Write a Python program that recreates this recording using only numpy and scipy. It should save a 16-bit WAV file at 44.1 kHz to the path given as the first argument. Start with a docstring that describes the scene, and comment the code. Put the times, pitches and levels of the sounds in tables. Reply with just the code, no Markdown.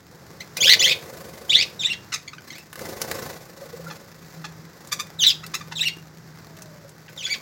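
"""A flock of budgerigars feeds on a ledge in a wire aviary, close to the microphone.
Throughout: outdoor noise, pecking as clicks of noise, and wings as stroke-swelled noise.
From the first second: bouts of flapping, upward chips, dry snaps, and calls of gliding rough harmonics.
Then low clucks; in the second half a far motor's wavering sine hum, one soft peep and a faint far note
that falls; whirring wing strokes as short sines. The ledge and walls add a short echo of noise to the
birds, and a weaker one to pecks and snaps."""
import sys
import numpy as np
from scipy import signal
from scipy.fft import rfft, irfft
from scipy.io import wavfile

SR = 44100
rng = np.random.default_rng(int(sys.argv[2]) if len(sys.argv) > 2 else 0)


def put_to_file(sound):
    """Save the sound as 16-bit audio at rate SR, in the file named by the first command-line argument."""
    columns = np.atleast_2d(sound).T  # one column per channel
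    safe = np.clip(columns, -1, 1)
    whole_steps = np.round(safe * 32767)
    wavfile.write(sys.argv[1], SR, whole_steps.astype(np.int16))


N = 326781
TIME = np.arange(N) / SR
TOP_HZ = 16000  # upper limit of harmonics and recorder

# spectrum of feathers sliding over each other, also of pecks: (f/Hz, relative level/dB)
FEATHERS = [(400, 7), (1000, 1.5), (2000, 2), (3000, -8), (4500, -1.5), (7000, -4), (9000, -15),
            (15500, -7)]


def undb(db):
    """Decibels to gain."""
    return 10 ** (np.asarray(db) / 20)


def unit(x):
    """Scale to rms 1."""
    return x / np.sqrt(np.mean(x ** 2) + 1e-18)


def response(points, hz):
    """Gain of an (f/Hz, level/dB) spectrum at the given frequencies, interpolated over log f."""
    f, db = np.transpose(points)
    return undb(np.interp(np.log(np.maximum(hz, 1)), np.log(f), db))


def colour(x, points):
    """Filter by an (f/Hz, level/dB) spectrum; rms 1."""
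    gain = response(points, np.fft.rfftfreq(len(x), 1 / SR))
    return unit(irfft(rfft(x) * gain, len(x)))


def wander(n, hz):
    """Random motion of spread 1, mostly slower than hz."""
    size = n + 4096  # longer than needed, so that the ends do not join
    f = np.fft.rfftfreq(size, 1 / SR)
    spectrum = rfft(rng.standard_normal(size)) / (1 + (f / hz) ** 4)
    return unit(irfft(spectrum, size))[:n]


def add(out, s, x):
    """Mix x into out from time s."""
    i = max(int(s * SR), 0)
    out[i:i + len(x)] += x[:max(N - i, 0)]


def outdoors(level_db=-48, swell_db=2.1):
    """Outdoor noise of fixed colour that swells a little."""
    # relative spectrum: (f/Hz, level/dB)
    outdoor_spectrum = [(35, -17), (80, -4), (165, 3), (240, -9), (330, -6.5), (650, -14), (1720, -14),
                        (2900, -28), (5200, -21), (7300, -27), (8700, -37.5), (14000, -33)]
    noise = colour(rng.standard_normal(N), outdoor_spectrum)
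    return noise * undb(level_db + swell_db * wander(N, 1))


def pecking(per_s=70, spread_db=6, decay_s=0.0023, db=-55):
    """Many beaks crack seed and claws scratch the ledge: tiny decaying clicks of different sizes."""
    sizes = undb(spread_db * np.minimum(rng.exponential(size=N), 2))
    clicks = sizes * (rng.random(N) < per_s / SR)
    envelope = signal.lfilter([1], [1, -np.exp(-1 / (decay_s * SR))], clicks)
    return undb(db) * colour(envelope * rng.standard_normal(N), FEATHERS)


def flapping(attack_s=0.033, release_s=0.17, fade_db_per_s=3, shuffle_air_db=-68, shuffle_swish_db=-60):
    """Gains of air rush and feather swish: bouts add in power over the crowd's shifting wings."""
    # bouts: (t at full strength/s, length/s, air rush level/dB, feather swish level/dB)
    flights = [(0.117, 0.35, -54.5, -62), (0.598, 0.32, -38, -42), (1.012, 0.62, -44, -47),
               (2.444, 0.13, -73, -49), (2.796, 0.29, -38.5, -40), (3.108, 0.14, -39, -39),
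               (3.587, 0.38, -49.5, -45.5), (4.203, 0.15, -64, -51), (4.76, 0.21, -53.5, -54.5),
               (7.112, 0.28, -55.5, -51.5)]
    air_power, swish_power = undb(shuffle_air_db) ** 2, undb(shuffle_swish_db) ** 2
    for s, length, air_db, swish_db in flights:
        age = np.maximum(TIME - s, 0)
        attack = np.clip(1 + (TIME - s) / attack_s, 0, 1)
        fade = undb(-fade_db_per_s * age)  # the bird moves off
        release = np.exp(-np.maximum(age - length, 0) / release_s)
        effort = attack * fade * release
        air_power = air_power + (effort * undb(air_db)) ** 2
        swish_power = swish_power + (effort * undb(swish_db)) ** 2
    return np.sqrt(air_power), np.sqrt(swish_power)


def wingbeats(beat_hz, unevenness=.1):
    """The push of one bird's wings: a swell for every stroke, never quite regular."""
    phase = 2 * np.pi * np.cumsum(beat_hz * (1 + unevenness * wander(N, 10.3))) / SR
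    return unit(np.exp(np.cos(phase)) * undb(2 * wander(N, 4.7)))


def wings(crackle_db=2.0):
    """Overlapping birds beat the air; their feathers swish and crackle with each stroke."""
    # relative spectrum of the air a wing pushes: (f/Hz, level/dB)
    air_spectrum = [(35, -28), (80, -1.5), (170, -3.5), (290, -17), (400, -1.5), (510, 2), (720, -7.5),
                    (3000, -25.5)]
    air_gain, swish_gain = flapping()
    beats = unit(np.hypot(wingbeats(15) / 2, wingbeats(26.6)))
    air = colour(np.sqrt(beats) * rng.standard_normal(N), air_spectrum)
    barbs = undb(crackle_db * wander(N, 480)) * rng.standard_normal(N)
    swish = colour(beats * barbs, FEATHERS)
    return air * air_gain + swish * swish_gain


def syrinx(hz, rough, throat, overtone_db=0, tilt_db=0, jitter=0.046, jitter_hz=700, wobble=.07,
           shimmer=0.74, rasp=0.34, doubling=1.2, count=12):
    """A vibrating membrane heard through the throat; roughness shakes pitch and strength, adds a rasp."""
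    n = len(hz)
    shake = np.sqrt(abs(rough))
    pitch_shake = wobble * shake * wander(n, 178) + jitter * rough * wander(n, jitter_hz)
    phase = 2 * np.pi * np.cumsum(hz * (1 + pitch_shake)) / SR
    k = np.arange(1, count + 1)[:, None]  # harmonic numbers
    # the beak's opening sets the second harmonic; tilt is per octave
    balance = undb(overtone_db * (k == 2) + tilt_db * np.log2(k))
    gains = response(throat, k * hz) * balance * (k * hz < TOP_HZ)
    tone = np.sum(gains * np.sin(k * phase), axis=0)
    # pressed hard, cycles come strong and weak in turn: a strand between the first two harmonics
    strand_gain = doubling * rough * wander(n, 100) * response(throat, hz + hz / 2)
    strand = strand_gain * np.sin(phase + phase / 2)
    strength = 1 + np.tanh(shimmer * shake * wander(n, 250))
    voiced = unit((tone + strand) * strength)
    turbulence = colour(rng.standard_normal(n) * (1 + np.cos(phase)), throat)
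    return unit(voiced + rasp * rough * turbulence)


def syllable(length, glide_hz, swell_db, overtone_db, rough, edge_s=.005):
    """One curved glide through a start, middle and end pitch, swelling or fading; rms 1."""
    # what throat and beak let through: (f/Hz, level/dB)
    chirp_throat = [(900, -23), (1900, -3), (3500, 2.5), (5000, 0), (7000, -12.5), (8700, -23.5),
                    (11500, -29.5), (14500, -23.5)]
    u = np.linspace(0, 1, int((length + edge_s) * SR))
    hz = np.polyval(np.polyfit([0, .5, 1], glide_hz, 2), u)
    edges = np.clip(np.minimum(u, 1 - u) * length / edge_s, 0, 1)
    pressure = edges * undb(swell_db * u)
    return unit(pressure * syrinx(hz, rough, chirp_throat, overtone_db))


def chips(lead_s=.0025, swell_db=-11, overtone_db=-4.5, rough=.25):
    """A single syllable that flicks upward and fades."""
    # (t/s, length/s, top f/Hz, level/dB); each starts lead_s before t
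    chip_notes = [(0.404, 0.018, 2450, -37), (.567, .023, 2583, -32), (2.158, .012, 2425, -37),
                  (2.528, 0.09, 2625, -46.5)]
    out = np.zeros(N)
    for s, length, top_hz, db in chip_notes:
        glide_hz = top_hz * np.array([.66, .92, 1])
        voice = syllable(length, glide_hz, swell_db, overtone_db, rough)
        add(out, s - lead_s, undb(db) * voice)
    return out


def ring(x, hz, q):
    """One resonance."""
    return signal.lfilter(*signal.iirpeak(min(hz, SR / 2 - 1000), max(q, 1), fs=SR), x)


def snaps(decay_s=0.0049, rise_s=0.00033, crack=0.97, boost_db=4.5):
    """Wing tips, claws and beaks snap: a dry crack of noise with one short resonance."""
    # (t/s, level before boost/dB, ring f/Hz)
    snap_events = [(0.57, -24, 5030), (2.582, -37, 2100), (2.729, -34.5, 1490), (2.756, -34.5, 1300),
                   (2.792, -33.5, 1610), (3.016, -20.5, 5130), (3.113, -24, 1770), (4.873, -41, 7000),
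                   (5.464, -34.5, 4830), (6.567, -45.5, 3520), (6.620, -36.5, 6100), (6.892, -45.5, 7000)]
    out, t = np.zeros(N), np.arange(SR // 20) / SR
    envelope = (1 - np.exp(-t / rise_s)) * np.exp(-t / decay_s)
    for s, db, hz in snap_events:
        body = unit(ring(rng.standard_normal(len(t)), hz, q=3.9))
        burst = unit(body + crack * rng.standard_normal(len(t)))
        add(out, s, undb(db + boost_db) * burst * envelope)
    return out


def chirps(lead_s=.0025, attack_s=.008):
    """Calls join an opening to an ending, stretched and transposed; pitch jumps between syllables."""
    # syllables by shape, before stretch and transposition:
    # (length/s, start f/Hz, middle f/Hz, end f/Hz, level/dB, swell/dB, overtone/dB, roughness 0-1)
    openings = {"climb": [(.024, 2843, 3335, 3640, -3.5, 0, 8, 0.15),
                (.044, 1884, 2902, 3620, 0, 11.5, -2.5, 0.18)],
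                "dip": [(.041, 4150, 3550, 3150, -9.5, 4, 3, 0.2),
                (.014, 2300, 2700, 2910, -8.5, -5, -13, 0.47), (.019, 3550, 3680, 3760, 0.5, 6.5, 2, .1)],
                "plunge": [(.048, 4300, 3230, 2980, -3, 15, 4, 0.08),
                (.027, 2083, 1737, 1895, 0, 0, 13, .92)]}
    endings = {"rasp": [(.035, 1700, 1930, 2230, 0, 4, 0.5, .38),
               (.026, 2050, 2280, 2330, 0, -1, -0.5, .48), (.012, 2850, 2400, 2000, 0, -4, -3, 0.74)],
               "whistle": [(.031, 1760, 2100, 2600, -8.5, -4, -16, 0.54),
               (.029, 2620, 2850, 2760, .5, 10, -11, 0.11), (.015, 2750, 2200, 1920, -5.5, -7, -4.5, .78)],
               "fall": [(.038, 4050, 3610, 2700, 0, -12.5, 0, .28),
               (.019, 3440, 3310, 2380, -5.5, -1, -6, 0.73)]}
    # calls: (t/s, length/s, opening, ending); a half is (shape, pitch factor, level/dB, extra overtone/dB)
    squawks = [(.603, 0.14, ("climb", 0.99, -16, 1), ("rasp", .93, -12.3, 3.8)),
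               (.791, 0.14, ("climb", 0.98, -16, 3), ("rasp", 1.11, -20, -4.5)),
               (1.494, 0.14, ("climb", 1.075, -14.5, -9), ("rasp", 1.08, -21, 0.88)),
               (1.791, .15, ("dip", 0.98, -19.5, 0), ("whistle", 0.98, -25, -1.7)),
               (5.188, 0.13, ("plunge", 1.0, -17.5, 0), ("fall", 1.0, -14.3, 0)),
               (5.752, .143, ("dip", 1.016, -21.5, 1), ("whistle", 1.0, -21.5, 2.5)),
               (7.173, 0.18, ("dip", .9, -27, 0.9), ("whistle", .82, -25.5, 5.3))]
    out = np.zeros(N)
    shapes = openings | endings
    for s, call_s, *halves in squawks:
        stretch = call_s / sum(row[0] for half in halves for row in shapes[half[0]])
        age = 0
        for shape, pitch, half_db, extra_db in halves:
            for length, *glide_hz, db, swell_db, overtone_db, rough in shapes[shape]:
                glide = pitch * np.array(glide_hz)
                voice = syllable(length * stretch, glide, swell_db, overtone_db + extra_db, rough)
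                attack = np.minimum((age + TIME[:len(voice)]) / attack_s, 1)
                add(out, s + age - lead_s, undb(half_db + db) * attack * voice)
                age += length * stretch
    return out


def clucks(opening_db=6, even_db=-32, tilt_per_db=0.57, rough=0.49):
    """Brief low notes that start dull and gain overtones, swelling and closing; louder ones are brighter."""
    # (t/s, length/s, start f/Hz, end f/Hz, level/dB)
    cluck_notes = [(2.119, .034, 1497, 1265, -26), (2.276, 0.011, 2230, 2190, -34.5),
                   (2.331, 0.0088, 1195, 1270, -37.5), (2.38, 0.0074, 1670, 1600, -40.5),
                   (2.501, 0.0087, 2110, 2120, -35.5), (3.896, 0.022, 947, 890, -37.5),
                   (4.44, 0.018, 923, 867, -33.5), (4.912, 0.027, 1083, 1191, -25.5),
                   (4.989, .025, 995, 1250, -28.5), (5.432, 0.017, 1180, 1298, -38),
                   (5.536, 0.022, 1050, 1343, -26.5), (5.607, .013, 1156, 1157, -38),
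                   (5.712, .022, 940, 998, -35.5), (7.08, 0.014, 2100, 1600, -44.5)]
    # what throat and beak let through: (f/Hz, level/dB)
    cluck_throat = [(600, -10), (1200, 1.5), (3600, 1), (6500, 0.5), (9000, -17)]
    out = np.zeros(N)
    for s, length, start, end, db in cluck_notes:
        u = np.linspace(0, 1, int(length * SR))
        hz = end + (start - end) * (1 - u) ** 2
        pressure = np.sin(np.pi * u)
        # dB per octave; loudness adds none at even_db
        tilt_db = tilt_per_db * (db - even_db) - opening_db * (1 - u) ** 2
        voice = syrinx(hz, rough, cluck_throat, tilt_db=tilt_db)
        add(out, s, undb(db) * unit(pressure * voice))
    return out


def whirs(width_s=0.008):
    """A braking wing makes its flight feathers whir for a moment: a short wavering sine."""
    # (t of peak/s, f/Hz, level/dB)
    strokes = [(3.622, 553, -37), (3.742, 490, -34), (3.80, 510, -38.5), (6.85, 563, -44.5)]
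    out, t = np.zeros(N), np.arange(-SR // 20, SR // 20) / SR
    for s, hz, db in strokes:
        whir = np.sin(2 * np.pi * hz * t + .5 * wander(len(t), 145))
        add(out, s + t[0], undb(db) * unit(whir) * np.exp(-(t / width_s) ** 2))
    return out


def motor(top_hz=163.6, sag_hz_per_s=2.1, approach_db_per_s=11, trim_db=-1):
    """Wavering sine of a far motor: inaudible at first, it draws near, then slowly loses speed."""
    # hum level before trim: (t/s, level/dB); the first row ends the approach
    motor_level = [(3.4, -51), (3.57, -58), (3.89, -38.5), (4.02, -57), (4.43, -40.5), (4.92, -62),
                   (4.95, -49.5), (5.8, -43.5), (7.41, -55)]
    s, db = np.transpose(motor_level)
    hz = top_hz - sag_hz_per_s * abs(TIME - s[0])
    approach_db = approach_db_per_s * np.maximum(s[0] - TIME, 0)
    hum_db = np.interp(TIME, s, db) + trim_db - approach_db
    phase = 2 * np.pi * np.cumsum(hz * (1 + .016 * wander(N, 32))) / SR
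    return unit(np.sin(phase)) * undb(hum_db + 0.69 * wander(N, 5.3))


def peep(s=3.873, width_s=0.008, hz=1390, db=-33):
    """One soft, nearly pure peep among the chatter."""
    phase = 2 * np.pi * hz * TIME + .5 * wander(N, 100)
    return undb(db) * unit(np.sin(phase)) * np.exp(-((TIME - s) / width_s) ** 2)


def far_note(s=6.68, width_s=0.18, hz=615, fall_hz_per_s=300, db=-53):
    """A faint, wavering note falls somewhere far off."""
    phase = 2 * np.pi * np.cumsum(hz - fall_hz_per_s * (TIME - s)) / SR
    return undb(db) * unit(np.sin(phase + wander(N, 33))) * np.exp(-((TIME - s) / width_s) ** 2)


def beam(x, hz=10000):
    """The treble leaves the beak in a narrow beam, so it fades when a bird turns away."""
    # how squarely the calling bird faces the microphone: (t/s, treble level/dB)
    facing = [(.72, 5.5), (1.5, -11), (5.25, 3), (7.2, -5)]
    top = signal.sosfiltfilt(signal.butter(3, min(hz, TOP_HZ), "high", fs=SR, output="sos"), x)
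    return x + top * (undb(np.interp(TIME, *np.transpose(facing))) - 1)


def aviary(x, ledge_s=0.005, gap_s=0.0045, t60_s=0.25, room_db=-11.5, ledge_db=-4.5):
    """Close reflections off the ledge and tray, then a short tail from the walls."""
    t = np.arange(SR // 2) / SR
    near = unit(rng.standard_normal(len(t)) * t * np.exp(-t / ledge_s))
    decay = np.exp(-np.log(1000) * t / t60_s)
    tail = unit(rng.standard_normal(len(t)) * (t > gap_s) * decay)
    echoes = (undb(ledge_db) * near + undb(room_db) * tail) / np.sqrt(len(t))
    return x + signal.fftconvolve(x, echoes)[:N]


def scene():
    """The flock in its aviary, over the background; snaps and pecks get half the echo."""
    close = snaps() + pecking()
    voices = beam(chirps() + chips() + clucks())
    flock = voices + peep() + wings() + whirs()
    background = motor() + outdoors()
    return (aviary(flock + close / 2) + close / 2 + far_note() + background)[None]


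def record(dry):
    """The recorder holds the peaks at full scale and cuts the deep bass and the top."""
    held = np.clip(dry, -1, 1)
    thinned = signal.sosfilt(signal.butter(3, 52, "high", fs=SR, output="sos"), held)
    return signal.sosfilt(signal.ellip(8, .2, 70, TOP_HZ, fs=SR, output="sos"), thinned)


dry = scene()
out = record(dry)
put_to_file(out)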